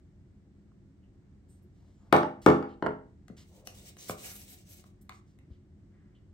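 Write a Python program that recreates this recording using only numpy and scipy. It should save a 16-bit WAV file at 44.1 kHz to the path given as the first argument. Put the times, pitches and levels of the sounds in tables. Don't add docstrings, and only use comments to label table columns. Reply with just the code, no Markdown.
import sys
import numpy as np
from scipy import signal
from scipy.fft import rfft, irfft, next_fast_len
from scipy.io import wavfile
from scipy.ndimage import uniform_filter1d

SR = 44100
rng = np.random.default_rng(int(sys.argv[2]) if len(sys.argv) > 2 else 0)


def output_pcm(signal):
    pcm = np.clip(np.atleast_2d(signal).T, -1, 1) * 32767
    wavfile.write(sys.argv[1], SR, np.round(pcm).astype(np.int16))


N = 279153
T = np.arange(N) / SR

# start_s, level_db, dull_above_hz, low_cut_hz, spot_hz, tick_db, left_minus_right_db
BOTTLE_KNOCKS = [(2.1262, 22.5, 3500, 142, 370, -11.5, 6.5), (2.1400, 4.5, 2000, 800, 850, -21, 7),
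                 (2.1445, -4, 2400, 900, 1900, -11, 2.5), (2.1645, 8, 3000, 695, 1780, -9.5, 3),
                 (2.1740, -2.5, 2400, 400, 1400, -16, 6.5), (2.2315, 5, 1900, 200, 707, -14, -0.5),
                 (2.2385, 0, 900, 205, 352.8, -28.5, -2), (2.4626, 23.5, 2900, 110, 330, -17, 5.5),
                 (2.4868, 10.5, 2610, 594, 1540, -14, 5), (2.5010, 11, 1800, 450, 1050, -15, -1.5),
                 (2.5240, -1.5, 900, 204, 500, -21.5, -0.5), (2.5600, -4, 1020, 199, 493, -14, -4),
                 (2.6265, -7, 2230, 309, 730, -16, 11), (2.8245, 10.5, 850, 101, 544, -16, 3),
                 (2.8628, 10.5, 1600, 110, 1350, -15.5, -5), (2.8670, 10.5, 860, 131, 460, -19, -7)]
# pitch_hz, gain_db, ring_s
COUNTER_MODES = [(315.4, 8, 0.032), (450, 4.5, 0.029), (664, 0.5, 0.013), (760, 4, 0.024), (840, 2, 0.025),
                 (1110, 3.5, 0.016), (1227, 5, 0.0074), (1400, -5.5, 0.082), (1684, -5.5, 0.028),
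                 (1870, -9, 0.052), (2223, -9, .022), (1450, -1.5, 0.0036), (800, -6, 0.0038)]
# pitch_hz, gain_db, ring_s
GLASS_MODES = [(2450, -9, .005), (2960, -1, .008), (3350, -2, .007), (3750, -6, .005), (4150, -6, .005),
               (4560, -7, .004), (5650, -8, .004), (6700, -15, .002), (8250, -13, .0018),
               (9300, -17, .0015), (11900, -17, .0015), (15200, -21, .0012)]


def bottle_knocks():
    return strike(BOTTLE_KNOCKS, COUNTER_MODES, GLASS_MODES, spot_db=-10, spot_q=2.2, bend_ms=0.27,
                  lag_ms=0.0057, tick_reach=4.2, rough=1.1, scuff_ms=1.748)


def strike(blows, body_modes, tick_modes, spot_db, spot_q, bend_ms, lag_ms, tick_reach, rough, scuff_ms):
    size = SR // 4
    out = np.zeros((2, N + size))
    draws = rng.standard_normal((len(blows), 3, 2 * int(.05 * SR / 2)))
    for (start_s, db, dull_hz, cut_hz, spot_hz, tick_db, pan_db), chance in zip(blows, draws):
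        body = ring(varied(body_modes, chance[0]))[:size]
        body = high_pass(body, cut_hz, order=2)
        knock = filtered(body, lambda f: 1 / (1 + .5j * f / dull_hz) ** 2)
        knock = knock + undb(spot_db) * signal.lfilter(*signal.iirpeak(spot_hz, spot_q, fs=SR), knock)
        knock = filtered(knock, lambda f: np.exp(-4j * np.pi * bend_ms * np.sqrt(f / 1000)))
        tick = ring(varied(tick_modes, chance[1]))[:size]
        tick = signal.fftconvolve(tick, scuff(chance[2], rough, scuff_ms))[:size]
        tick = undb(tick_db) * filtered(tick, lambda f: 1 / (1 + 1j * f / (tick_reach * dull_hz)) ** 2)
        start = int(start_s * SR)
        out[:, start:start + size] += undb(db) * ports(knock + tick, lag_ms, pan_db)
    return out[:, :N]


def varied(modes, chance, detune=0.031, scatter_db=2):
    return [(hz * (1 + detune * a), db + scatter_db * b, ring_s)
            for (hz, db, ring_s), (a, b) in zip(modes, chance.reshape(-1, 2))]


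def scuff(noise, rough, scuff_ms):
    slips = noise * np.exp(-1000 * T[:len(noise)] / scuff_ms)
    touch = signal.unit_impulse(len(noise))
    return (touch + rough * slips / np.linalg.norm(slips)) / np.hypot(1, rough)


# start_s, length_s, first_pitch_hz, last_pitch_hz, level_db
SKIDS = [(2.137, 0.024, 724.2, 940.7, -16.5), (2.239, 0.03, 830, 885, -30)]


def bottle_skids(rise_share=.3, overtone_db=-21, unsteady=.03):
    out = 0
    wobble = 1 + unsteady * wander(300)
    for start_s, length_s, first_hz, last_hz, db in SKIDS:
        progress = (T - start_s) / length_s
        pitch_hz = np.interp(progress, [0, 1], [first_hz, last_hz]) * wobble
        phase = 2 * np.pi * np.cumsum(pitch_hz) / SR
        tone = np.sin(phase) + undb(overtone_db) * np.sin(2 * phase)
        out = out + undb(db) * swell(progress, rise_share) * tone
    return ports(out, lag_ms=0.056)


# start_s, level_db, dull_above_hz, low_cut_hz, spot_hz, tick_db, left_minus_right_db
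TUBE_TAPS = [(.717, -29, 1780, 600, 1450, -36, -8), (3.2815, -22.5, 1896, 297.6, 1250, -7, 8),
             (3.299, 1.5, 150, 137.4, 230, -46, 6), (3.6722, -13, 3360, 296, 686, 0, 6.5),
             (3.9676, -24, 2000, 294, 800, -5, 11), (4.0958, 7, 2040, 110, 610, -15, 0),
             (4.1075, -8, 1503, 200, 1150, -14, 11.5), (4.840, -24.5, 2000, 300, 1040, -9.5, 8),
             (5.0938, -5.5, 1490, 800, 1390, -12.5, 6.5), (5.1030, -18.5, 1794, 600, 800, -19, -4),
             (5.1215, -18, 1900, 800, 1503, -14, -7), (5.388, -35, 1592, 299, 646, -4, 15),
             (5.503, 2.5, 53.55, 34.76, 65.6, -47, 4)]
# pitch_hz, gain_db, ring_s
TUBE_MODES = [(99, 7, 0.062), (188, 5.5, 0.051), (398, -1, 0.0069), (757, 0, 0.026), (1070, -2, 0.01),
              (1240, -2, 0.0072), (1600, -8.5, 0.023), (2300, -24, 0.026), (2000, -18, 0.0046)]
# pitch_hz, gain_db, ring_s
PLASTIC_MODES = [(2150, 4, .004), (3100, 2, .004), (3700, 3, .003), (4400, 3, .003), (5900, 0, .002),
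                 (8400, -2, .0012), (11800, -3, .001)]


def tube_taps():
    return strike(TUBE_TAPS, TUBE_MODES, PLASTIC_MODES, spot_db=-1, spot_q=1.74, bend_ms=0.37,
                  lag_ms=0.042, tick_reach=4.3, rough=3.3, scuff_ms=1.9)


# start_s, length_s, relative_end_level_db, pressure_change_db
FINGER_STROKES = [(3.415, 0.19, -72.5, 8), (3.642, 0.076, -69.5, -8), (3.732, 0.16, -58, 4.5),
                  (3.962, 0.15, -51.5, 8), (4.169, 0.16, -57.5, -5.5), (4.332, 0.097, -59.5, 2.5),
                  (4.434, 0.11, -56.5, 7), (4.553, 0.071, -70.5, -6), (4.649, 0.15, -66, 0),
                  (4.845, 0.021, -69, 1)]
# pitch_hz, relative_db
HISS_COLOUR = [(200, 0.5), (600, -3), (1300, -11), (2500, 0.5), (4500, -1), (6500, 2), (9000, 1),
               (12000, -6), (15500, -2.5)]
# pitch_hz, width_hz, level_against_hiss_db
WALL_TONES = [(447, 52, -23), (577, 49, -17), (733, 52, -16), (1350, 88, -23), (2450, 125, -22),
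              (3800, 255, -11.5), (5720, 750, -8.5)]


def finger_slides(gain_db=3.5, grain_db=2.5, flutter_db=2.4, catch_db=0.9, lag_ms=0.448,
                  wall_drift=0.036, wall_flicker_db=5.5):
    pressure = sum(stroke(*row) for row in FINGER_STROKES)
    pressure *= undb(flutter_db * wander(40) + catch_db * wander(440))
    slips = rng.standard_normal((2, N))
    slips += 0.56 * ports(rng.standard_normal(N), lag_ms, pan_db=7)
    slip_sizes = undb(grain_db * np.minimum(rng.exponential(size=N), 5))
    hiss = unit(coloured(slips * slip_sizes, HISS_COLOUR))
    wall = 0
    for hz, width_hz, db in WALL_TONES:
        stirred = filtered(rng.standard_normal((2, N)), lambda f: 1 / (1 + 1j * f / width_hz) ** 2)
        phase = 2 * np.pi * np.cumsum(hz * (1 + wall_drift * wander(7))) / SR
        tone = stirred[0] * np.cos(phase) + stirred[1] * np.sin(phase)
        wall = wall + undb(db) * unit(tone * undb(wall_flicker_db * wander(18)))
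    return undb(gain_db) * (hiss + ports(wall, lag_ms)) * pressure


def stroke(start_s, length_s, end_db, change_db, attack_s=0.029, release_s=0.017):
    age = T - start_s
    attack = np.clip(age / attack_s, 0, 1)
    hold = undb(end_db + change_db * (np.clip(age / length_s, 0, 1) - 1))
    release = np.exp(-np.maximum(age - length_s, 0) / release_s)
    return attack * hold * release


# a faint, broad hiss swelling just before the second knock
# start_s, length_s, pitch_hz, width_hz, level_db
NOISE_SWELLS = [(1.028, 0.044, 2830, 450, -82.5), (1.17, 0.39, 1180, 1300, -90),
                (1.488, 0.077, 8460, 497, -71.5), (1.482, 0.12, 7760, 9200, -77.5),
                (1.62, 0.036, 11900, 4000, -81), (1.717, 0.61, 4170, 6950, -82.5),
                (1.78, 0.15, 750, 704, -78), (1.945, .11, 7200, 900, -84), (1.98, 0.29, 810, 900, -74),
                (2.416, .05, 4484, 10990, -58), (2.68, 0.079, 3000, 2930, -69.5),
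                (3.366, 0.078, 4330, 7170, -59.5), (3.488, 0.46, 520, 500, -65),
                (3.981, 0.079, 6200, 1470, -55.5), (4.08, 0.055, 11500, 12200, -44),
                (4.228, 0.15, 1360, 1200, -64), (4.238, 0.022, 2540, 900, -52.5),
                (4.22, 0.24, 11300, 5030, -51), (4.484, 0.085, 12500, 6030, -56.5),
                (4.687, 0.11, 12200, 5990, -59.5), (5.011, 0.024, 11500, 9230, -66.5),
                (5.128, 0.076, 5970, 6000, -69), (5.261, 0.11, 5020, 6020, -81.5),
                (5.504, 0.08, 3190, 3500, -78), (5.9, 0.32, 1700, 1200, -79.5),
                (6.148, 0.045, 3100, 1102, -73.5)]


def rubs_and_hiss(rise_share=0.16, flicker_db=1):
    out = np.zeros(N + SR)
    flicker = unit(undb(flicker_db * wander(90)))
    for start_s, length_s, hz, width_hz, db in NOISE_SWELLS:
        size, start = int(length_s * SR), int(start_s * SR)
        noise = filtered(rng.standard_normal(size), lambda f: 1 / (1 + (2 * (f - hz) / width_hz) ** 2))
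        out[start:start + size] += undb(db) * unit(noise) * swell(np.arange(size) / size, rise_share)
    return ports(out[:N] * flicker, lag_ms=0.015)


# pitch_hz, relative_db, ring_s
STANDING_WAVES = [(86, 15, .33), (133, 13, .35), (163, 15.5, .38), (210, 13, .5), (265, 10.5, .45),
                  (304, -2, .25), (338, 5.5, .5), (360, -2, .45), (375, -3, .3), (422.5, 12.5, .36),
                  (448, 1, .2), (476, 3, .35), (505, 8, .4), (544, 6, .23), (610, 11, .42), (663, 4, .36),
                  (674, 1, .34), (706, 1, .25), (730, 3, .3), (770, 2, .36), (812, 9, .42), (824, 3, .3),
                  (877, 3, .3), (896, 3, .36), (942, 8, .33), (969, 4, .22), (991, 2, .38), (1031, 10, .3),
                  (1099, 6, .33), (1127, 4, .36), (1146, 10, .36), (1194, 6, .35), (1265, 4, .36),
                  (1305, 4, .35), (1330, 5, .25), (1437, 4, .3), (1507, 3, .36), (1570, 8, .3),
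                  (1705, 6, .31), (1776, 4, .33), (1892, 7, .26), (2089, 7, .2), (2169, 4, .29)]


def bathroom(first_ms=3.3, spread_ms=8.066, right_lag_ms=0.24, standing_db=-2.54, echo_db=2.3):
    order = np.arange(len(STANDING_WAVES))
    onset_ms = first_ms + spread_ms * (order * np.sqrt(2) % 1)
    standing = np.array([ring(STANDING_WAVES, (onset_ms + lag) / 1000) for lag in (0, right_lag_ms)])
    return undb(standing_db) * standing + undb(echo_db) * wall_echoes()


# pitch_hz, relative_db
ECHO_TONE = [(80, -24.5), (250, -8), (500, -0.5), (900, -3.5), (1400, -4.5), (1900, -0.5), (2800, -2),
             (5000, -6.5), (9000, -5.5), (16000, -9.5)]
# pitch_hz, ring_s
ECHO_FADES = [(150, .42), (500, .37), (1200, .35), (3000, .31), (8000, .29), (16000, .24)]


def wall_echoes(first_ms=0.22, build_ms=6.8, faint_layer_db=-38, faint_layer_s=0.4, alike_hz=750):
    t = T[:SR]
    shared, side = rng.standard_normal((2, SR))
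    side = filtered(side, lambda f: f / np.hypot(f, alike_hz))
    echoes = coloured(np.array([shared + side, shared - side]), ECHO_TONE) / np.sqrt(2)
    faint_layer = undb(faint_layer_db) * np.exp(-np.log(1000) * t / faint_layer_s)
    out = 0
    for centre_hz, ring_s in ECHO_FADES:
        share = [(hz, float(hz == centre_hz)) for hz, _ in ECHO_FADES]
        band = filtered(echoes, lambda f: on_log_axis(f, share))
        decay = np.log(1000) / ring_s
        fade = np.exp(-decay * t) + faint_layer / (1 + (centre_hz / 1500) ** 2)
        out = out + band * fade * np.sqrt(2 * decay / SR)
    return out * np.clip((1000 * t - first_ms) / build_ms, 0, 1)


# pitch_hz, relative_db
VENT_COLOUR = [(19, -35.5), (32, -7), (86, -2), (159, -9), (206, -5), (241, -20.5), (267, -12),
               (355, -17.5), (484, -29.5), (595, -31), (999, -40.5), (1860, -42.5), (3120, -50.5),
               (8000, -54.5), (10500, -67), (15500, -72)]
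# pitch_hz, level_db
VENT_HUM = [(86.1, -71), (199.2, -75.5), (274.5, -82), (360.7, -75.5)]


def ventilation(rush_db=-56.5, waver_db=-0.38, hum_waver=0.75, bass_side=0.14, alike_hz=900):
    shared, side = coloured(rng.standard_normal((2, N)), VENT_COLOUR)
    side = filtered(side, lambda f: np.hypot(bass_side, f / np.hypot(f, alike_hz)))
    rush = unit(np.array([shared + side, shared - side])) * undb(rush_db + waver_db * wander(13))
    hum = 0
    for hz, db in VENT_HUM:
        strength = 1 + hum_waver * wander(17)
        hum = hum + undb(db) * unit(strength * np.sin(2 * np.pi * hz * T + wander(2)))
    return rush + hum


def ring(modes, delays_s=0):
    out = 0
    for k, ((hz, db, ring_s), delay) in enumerate(zip(modes, np.broadcast_to(delays_s, len(modes)))):
        t = np.maximum(T[:SR] - delay, 0)
        decay = np.log(1000) / ring_s
        gain = (-1) ** k * undb(db) * 2 * decay / SR
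        out = out + gain * np.exp(-decay * t) * np.sin(2 * np.pi * hz * t)
    return out


def ports(x, lag_ms, pan_db=0):
    late = filtered(x, lambda f: np.exp(-2j * np.pi * f * lag_ms / 1000))
    return np.array([x * undb(pan_db / 2), late * undb(-pan_db / 2)])


def swell(progress, rise_share):
    return np.interp(progress, [0, rise_share, 1], [0, 1, 0]) ** .5


def wander(rate_hz):
    step = int(SR / rate_hz)
    steps = np.repeat(rng.standard_normal(N // step + 1), step)
    return unit(uniform_filter1d(steps, step)[:N])


def undb(db):
    return 10 ** (np.asarray(db) / 20)


def unit(x):
    return x / np.sqrt(np.mean(x ** 2))


def on_log_axis(hz, points):
    f, value = np.transpose(points)
    return np.interp(np.log(np.maximum(hz, 1)), np.log(f), value)


def filtered(x, response):
    size = next_fast_len(x.shape[-1] + SR // 10)
    hz = np.arange(size // 2 + 1) * SR / size
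    return irfft(rfft(x, size) * response(hz), size)[..., :x.shape[-1]]


def coloured(x, points):
    return filtered(x, lambda f: undb(on_log_axis(f, points)))


def high_pass(x, cut_hz, order):
    return signal.sosfilt(signal.butter(order, cut_hz, "high", fs=SR, output="sos"), x)


# pitch_hz, left_share_in_right (0 to 1), left_lead_rad
STEREO_BLEND = [(300, 0, .1), (700, 0, .3), (2100, 0, .4), (2450, .5, 2.5), (2650, .5, 2.5), (2950, 0, 0),
                (5000, 0, .2), (6200, .2, 1.8), (7400, .2, .9), (8200, .6, 0), (9500, .8, 0)]


def widen(pair, treble_hz=8000, treble_lag_ms=.25):
    share = lambda f: on_log_axis(f, [(hz, part) for hz, part, _ in STEREO_BLEND])
    lead = lambda f: on_log_axis(f, [(hz, turn) for hz, _, turn in STEREO_BLEND])
    treble_lag = lambda f: 2 * np.pi * np.maximum(f - treble_hz, 0) * treble_lag_ms / 1000
    total = lambda f: np.hypot(share(f), 1 - share(f))
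    left = filtered(pair[0], lambda f: np.exp(1j * (lead(f) - treble_lag(f))))
    right = filtered(pair[0], lambda f: share(f) / total(f))
    right += filtered(pair[1], lambda f: (1 - share(f)) / total(f))
    return np.array([left, right])


def scene():
    room = bathroom()
    bottles = bottle_knocks()
    tube = tube_taps()
    skids = bottle_skids()
    rustle = finger_slides() + rubs_and_hiss()
    thin_tube = high_pass(tube, 260, order=1)
    into_room = bottles + undb(-6) * skids + undb(-3.5) * thin_tube + undb(-3) * rustle
    reverb = signal.fftconvolve(into_room[:1], room, axes=-1)[:, :N]
    return bottles + skids + tube + rustle + reverb + ventilation()


def record(dry):
    lean = high_pass(widen(dry), 36, order=4)
    rounded = lean / (1 + (lean / .95) ** 4) ** .25
    treble_cut = signal.ellip(10, .2, 80, 15750, fs=SR, output="sos")
    return signal.sosfilt(treble_cut, rounded)


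dry = scene()
out = record(dry)
output_pcm(out)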